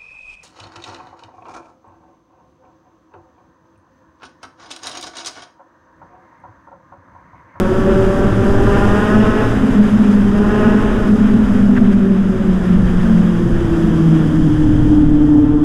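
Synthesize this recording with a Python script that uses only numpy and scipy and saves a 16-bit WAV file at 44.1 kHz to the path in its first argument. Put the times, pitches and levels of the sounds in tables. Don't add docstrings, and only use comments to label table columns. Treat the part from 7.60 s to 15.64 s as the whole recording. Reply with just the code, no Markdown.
import sys
import numpy as np
from scipy import signal
from scipy.fft import rfft, irfft, next_fast_len
from scipy.io import wavfile

SR = 44100
rng = np.random.default_rng(int(sys.argv[2]) if len(sys.argv) > 2 else 0)


def voltage_ratio(level):
    return 10 ** (np.asarray(level, float) / 20)


def wav_record(signal):
    frames = np.transpose(np.atleast_2d(signal))
    bounded = np.clip(frames, -1, 1)
    quanta = np.round(bounded * 32767).astype(np.int16)
    wavfile.write(sys.argv[1], SR, quanta)


N = 354563
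TIME_S = np.arange(N) / SR

# time in seconds, firing rate in Hz.
FIRING_RATE = [(0, 186), (.25, 191), (1.0, 197.5), (1.35, 204.5), (1.62, 213.8), (2.1, 211.2), (2.6, 202.8),
               (2.78, 204), (2.95, 209.6), (3.25, 211.4), (3.8, 206), (4.3, 195.8), (5.0, 184),
               (5.6, 175.2), (6.45, 161.8), (7.0, 152.6), (7.75, 148.6), (8.04, 149.4)]
# time in seconds, throttle 0-1.
THROTTLE = [(0, 0.76), (.4, 0.76), (.9, 0.71), (1.15, 0.95), (1.5, 0.91), (1.86, 0.85), (2.0, 0.4),
            (2.2, 0.22), (2.66, 0.11), (2.76, 0.64), (3.05, 0.91), (3.33, 0.68), (3.55, 0.37), (4.1, 0),
            (4.6, 0), (5.5, 0.23), (7.0, 0), (7.55, 0.22), (7.74, 0.43), (8.04, 0.5)]
# multiple of the firing rate, level in dB within the group.
GROWL_ORDERS = [(3, 2.5)]
# multiple of the firing rate, level in dB within the group.
BARK_ORDERS = [(4, -3), (5, -3.5), (6, -2.5), (7, -3), (8, -6.5), (9, -10.5)]
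# multiple of the firing rate, level in dB.
CRANK_ORDERS = [(.25, -43.5), (.5, -31), (.75, -50)]
# centre in Hz, width in Hz, level in dB against the bark.
AIR_BOX = [(2723, 390, -8.5), (5370, 140, -25)]
# frequency in Hz, level in dB.
SILENCER = [(149, -19.5), (154, -21.5), (161, -10.5), (168, -19.5), (176, -13.5), (186, -13), (197, -11),
            (212, -10.5)]
# frequency in Hz, level in dB.
TAIL_PIPE = [(297, -15), (304, -12), (320, -17), (336, -19.5), (352, -30), (385, -25.5), (405, -30.5),
             (425, -30.5)]
# frequency in Hz, level in dB.
HEADER = [(445, -40), (480, -45.5), (540, -44.5), (575, -40), (600, -50), (635, -49)]
# frequency in Hz, level in dB.
SIDE_COVER = [(187, -39.5), (207, -26.5), (222, -9), (232, -37), (247, -17), (256, -24), (266, -16)]
# time in seconds, share 0-1.
SCATTER = [(0, .4), (1.9, .55), (2.05, .2), (2.7, .25), (3.5, .6), (4.1, .3), (5.5, .3), (6, .2),
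           (8.04, .12)]
# time in seconds, change in dB, length in seconds.
WALL_BAYS = [(0.127, 1.5, .15), (0.744, -6.5, .1), (1.037, -9.5, .1), (1.593, 6.5, .1), (1.912, -8.5, .08),
             (2.197, 4, .06), (2.52, 1.5, .08), (3.06, 9, .07), (3.343, -3, .1), (3.547, 5.5, .05),
             (3.877, -6.5, .05), (4.74, -4.5, .06), (5.01, -2.5, .08), (5.605, 4, .08), (6.872, 4.5, .06),
             (7.6, 1, .08)]
# time in seconds, level in dB.
AIRFLOW = [(0.0, -39.5), (0.02, -44), (0.65, -42), (0.71, -43.5), (1.19, -39.5), (2.75, -45.5), (3.0, -43),
           (3.78, -46.5), (3.94, -45.5), (4.5, -50), (5.51, -45), (5.75, -47.5), (6.2, -45), (7.37, -47.5),
           (7.45, -51), (7.68, -50.5), (8.02, -55.5), (8.04, -48.5)]
# time in seconds, level in dB.
GUSTS = [(0.0, -24), (0.2, -17.5), (1.34, -13), (1.36, -22.5), (1.61, -17), (1.77, -24), (1.81, -17),
         (2.57, -23), (2.84, -17.5), (4.66, -24), (5.1, -17), (5.78, -23), (5.87, -14), (6.54, -25),
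         (7.14, -12), (8.04, -20.5)]
# frequency in Hz, density in dB per Hz.
BUFFET_COLOUR = [(4, -4.5), (10, 6), (22, 0), (50, -5.5), (72, -9.5), (112, -8.5), (135, -8), (200, -19),
                 (330, -19.5), (500, -49.5)]
# frequency in Hz, density in dB per Hz.
ROAR_COLOUR = [(100, -21.5), (200, 4.5), (330, 1), (450, 3), (600, -3), (900, -7.5), (1300, -11),
               (1800, -11), (2100, -27), (3000, -61)]
# frequency in Hz, density in dB per Hz.
RASP_COLOUR = [(500, -26), (900, 6), (1400, 11.5), (1800, 5.5), (2200, 0), (3000, -0.5), (3600, -4.5),
               (4000, -6.5), (4600, -37.5)]
# frequency in Hz, density in dB per Hz.
HISS_COLOUR = [(2500, -22.5), (4000, -2.5), (5000, 3.5), (6100, 0), (7000, -2), (8000, -4.5), (10000, -7.5),
               (12000, -13), (14000, -18.5), (15700, -36)]
# time in seconds, knock in dB, rattle in dB, length in seconds.
JOLTS = [
    (2.535, -33, -45, .02),
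    (2.78, -36, -46, .012),
    (3.22, -36, -48, .015),
    (3.48, -38, -48, .015),
    (4.174, -25, -50, .014),
    (4.33, -31, -49, .016),
    (5.07, -36, -54, .04),
    (3.98, -35, -54, .06),
]
# frequency in Hz, density in dB per Hz.
KNOCK_COLOUR = [(600, -16), (1100, -3), (1700, 0), (2200, -10), (3200, -17), (4000, -23), (5000, -30)]
# centre in Hz, width in Hz, depth in dB.
HOUSING_DIPS = [(4140, 800, -6.5), (5600, 270, -7)]


def rms_one(x):
    return x / np.sqrt(np.mean(np.abs(x) ** 2) + 1e-20)


def in_time(rows):
    time_s, value = np.transpose(rows)
    return np.interp(TIME_S, time_s, value)


def at_hz(points, hz):
    point_hz, point_db = np.transpose(points)
    return np.interp(np.log(hz), np.log(point_hz), point_db)


def bell(centre_s, length_s):
    return np.exp(-((TIME_S - centre_s) / length_s) ** 2)


def drift(rate_hz):
    pole = np.exp(-2 * np.pi * rate_hz * 20 / SR)
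    noise = rng.standard_normal(N // 20 + 4002)
    slow = signal.lfilter([1], [1, -2 * pole, pole ** 2], noise)[4000:]
    return np.interp(np.arange(N) / 20, np.arange(len(slow)), rms_one(slow))


def coloured(points):
    size = next_fast_len(N)
    hz = np.maximum(np.fft.rfftfreq(size, 1 / SR), 1)
    point_hz, point_db = np.transpose(points)
    gain_db = np.interp(np.log(hz), np.log(point_hz), point_db, left=-120, right=-120)
    return rms_one(irfft(rfft(rng.standard_normal(size)) * voltage_ratio(gain_db), size)[:N])


def tone(phase, scatter, width_hz):
    share = np.clip(scatter, 0, 1)
    in_step = np.sqrt(1 - share) + np.sqrt(share / 2) * drift(width_hz)
    across = np.sqrt(share / 2) * drift(width_hz)
    return np.sqrt(2) * (in_step * np.cos(phase) + across * np.sin(phase))


def resonance(hz, scatter, width_hz):
    return tone(2 * np.pi * hz * TIME_S, scatter, width_hz)


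def buffeting():
    gust_db = in_time(GUSTS)
    level_db = -17.5 + 0.83 * (gust_db - gust_db.mean()) + 0.75 * drift(1.1)
    out = voltage_ratio(level_db) * coloured(BUFFET_COLOUR)
    out += voltage_ratio(level_db - 13.5) * resonance(43.9, scatter=1, width_hz=6.7)
    return out + voltage_ratio(level_db - 9.5) * resonance(112, scatter=0.93, width_hz=5)


def screen_boom(first_db):
    level_db = -20.5 + 0.7 * (first_db - first_db.mean()) + 1.5 * drift(2.3)
    return voltage_ratio(level_db) * resonance(215, scatter=0.99, width_hz=22.7)


def airflow_hiss(flow_db, gust):
    level_db = -47 + 0.95 * flow_db + 0.28 * gust + 0.5 * drift(13)
    return voltage_ratio(level_db) * coloured(HISS_COLOUR)


def tyre_roar(flow_db, speed_hz, throttle):
    level_db = -26.5 + 0.7 * flow_db + 2 * throttle + 0.0265 * speed_hz + 0.38 * drift(18)
    return voltage_ratio(level_db) * coloured(ROAR_COLOUR)


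def rasp(phase, flow_db, speed_hz, throttle, gust):
    level_db = -34 + 0.7 * flow_db - 0.5 * throttle + 0.0823 * speed_hz
    level_db += 0.15 * gust + 1.1 * drift(9.9)
    puff = 1 + 0.22 * throttle ** 2 * np.cos(phase)
    return voltage_ratio(level_db) * puff * coloured(RASP_COLOUR)


def chain_whirr(flow_db, speed_hz):
    return voltage_ratio(-49 + flow_db - 0.14 * speed_hz) * resonance(3195, scatter=1, width_hz=280)


def jolts():
    knock = sum(voltage_ratio(knock_db) * bell(s, length_s) for s, knock_db, _, length_s in JOLTS)
    rattle = sum(voltage_ratio(rattle_db) * bell(s, length_s) for s, _, rattle_db, length_s in JOLTS)
    return knock * coloured(KNOCK_COLOUR) + rattle * coloured(HISS_COLOUR)


def wall_echoes(phase, first_db, second_db):
    ahead = voltage_ratio(first_db - 8) * tone(1.1 * phase, scatter=1, width_hz=9)
    behind = voltage_ratio(second_db - 8) * tone(1.8 * phase, scatter=0.99, width_hz=14)
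    return ahead + behind


def uneven_cylinders(phase, firing_hz, throttle):
    quarter_db = at_hz(SIDE_COVER, 5 / 4 * firing_hz) - 7.5 * throttle
    half_db = -35.5 + 8.5 * throttle
    out = voltage_ratio(quarter_db) * tone(5 / 4 * phase, scatter=0.69, width_hz=2.4)
    return out + voltage_ratio(half_db) * tone(3 / 2 * phase, scatter=0.4, width_hz=6)


def crank(phase):
    return sum(voltage_ratio(db) * tone(k * phase, scatter=1, width_hz=6.3) for k, db in CRANK_ORDERS)


def air_box(firing_hz, bark_db):
    drive_db = bark_db + 0.28 * (bark_db + 24) + 0.34 * (firing_hz - firing_hz.max())
    return sum(voltage_ratio(drive_db + db) * resonance(hz, 1, width_hz) for hz, width_hz, db in AIR_BOX)


def exhaust(phase, firing_hz, throttle, first_db, second_db, bark_db):
    share = in_time(SCATTER)
    overrun = .012 * np.maximum(firing_hz - 156, 0) * (1 - throttle)
    pulse = phase + .12 * drift(14)
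    growl_db = at_hz(HEADER, 3 * firing_hz) + 21.5 * throttle
    out = voltage_ratio(first_db) * tone(phase, .65 * share, width_hz=17)
    out += voltage_ratio(second_db) * tone(2 * phase, share + overrun, width_hz=17)
    for k, db in GROWL_ORDERS:
        out += voltage_ratio(growl_db + db) * tone(k * pulse, scatter=.28, width_hz=22)
    for k, db in BARK_ORDERS:
        out += voltage_ratio(bark_db + db) * tone(k * pulse, scatter=.36, width_hz=5 * k)
    return out


def scene():
    firing_hz = in_time(FIRING_RATE)
    throttle = np.clip(in_time(THROTTLE), 0, 1)
    phase = 2 * np.pi * np.cumsum(firing_hz) / SR
    first_db = at_hz(SILENCER, firing_hz) - 8.5 * throttle
    first_db += sum(db * bell(s, length_s) for s, db, length_s in WALL_BAYS)
    second_db = at_hz(TAIL_PIPE, 2 * firing_hz) + 11 * throttle
    bark_db = -53.5 + 29.5 * throttle

    flow_db = in_time(AIRFLOW)
    flow_db = flow_db - flow_db.mean()
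    speed_hz = firing_hz - firing_hz.mean()
    gust = drift(11)

    mix = buffeting() + screen_boom(first_db)
    mix += airflow_hiss(flow_db, gust)
    mix += tyre_roar(flow_db, speed_hz, throttle)
    mix += rasp(phase, flow_db, speed_hz, throttle, gust)
    mix += chain_whirr(flow_db, speed_hz) + jolts()
    mix += wall_echoes(phase, first_db, second_db)
    mix += uneven_cylinders(phase, firing_hz, throttle)
    mix += crank(phase) + air_box(firing_hz, bark_db)
    mix += exhaust(phase, firing_hz, throttle, first_db, second_db, bark_db)
    return mix[None]


def top_cut(x):
    return signal.sosfilt(signal.butter(12, 15719, fs=SR, output="sos"), x)


def record(dry):
    x = dry
    for hz, width_hz, depth_db in HOUSING_DIPS:
        b, a = signal.iirpeak(hz, hz / width_hz, fs=SR)
        x = x - (1 - voltage_ratio(depth_db)) * signal.lfilter(b, a, x)
    power = signal.lfilter([.0008], [1, -1 + 0.00071], x ** 2) + 1e-6
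    x = x * np.minimum(1, (voltage_ratio(-11.5) / power) ** 0.28)
    x = 1.07 * np.tanh(x / 1.07)
    return top_cut(x)


dry = scene()
out = record(dry)
wav_record(out)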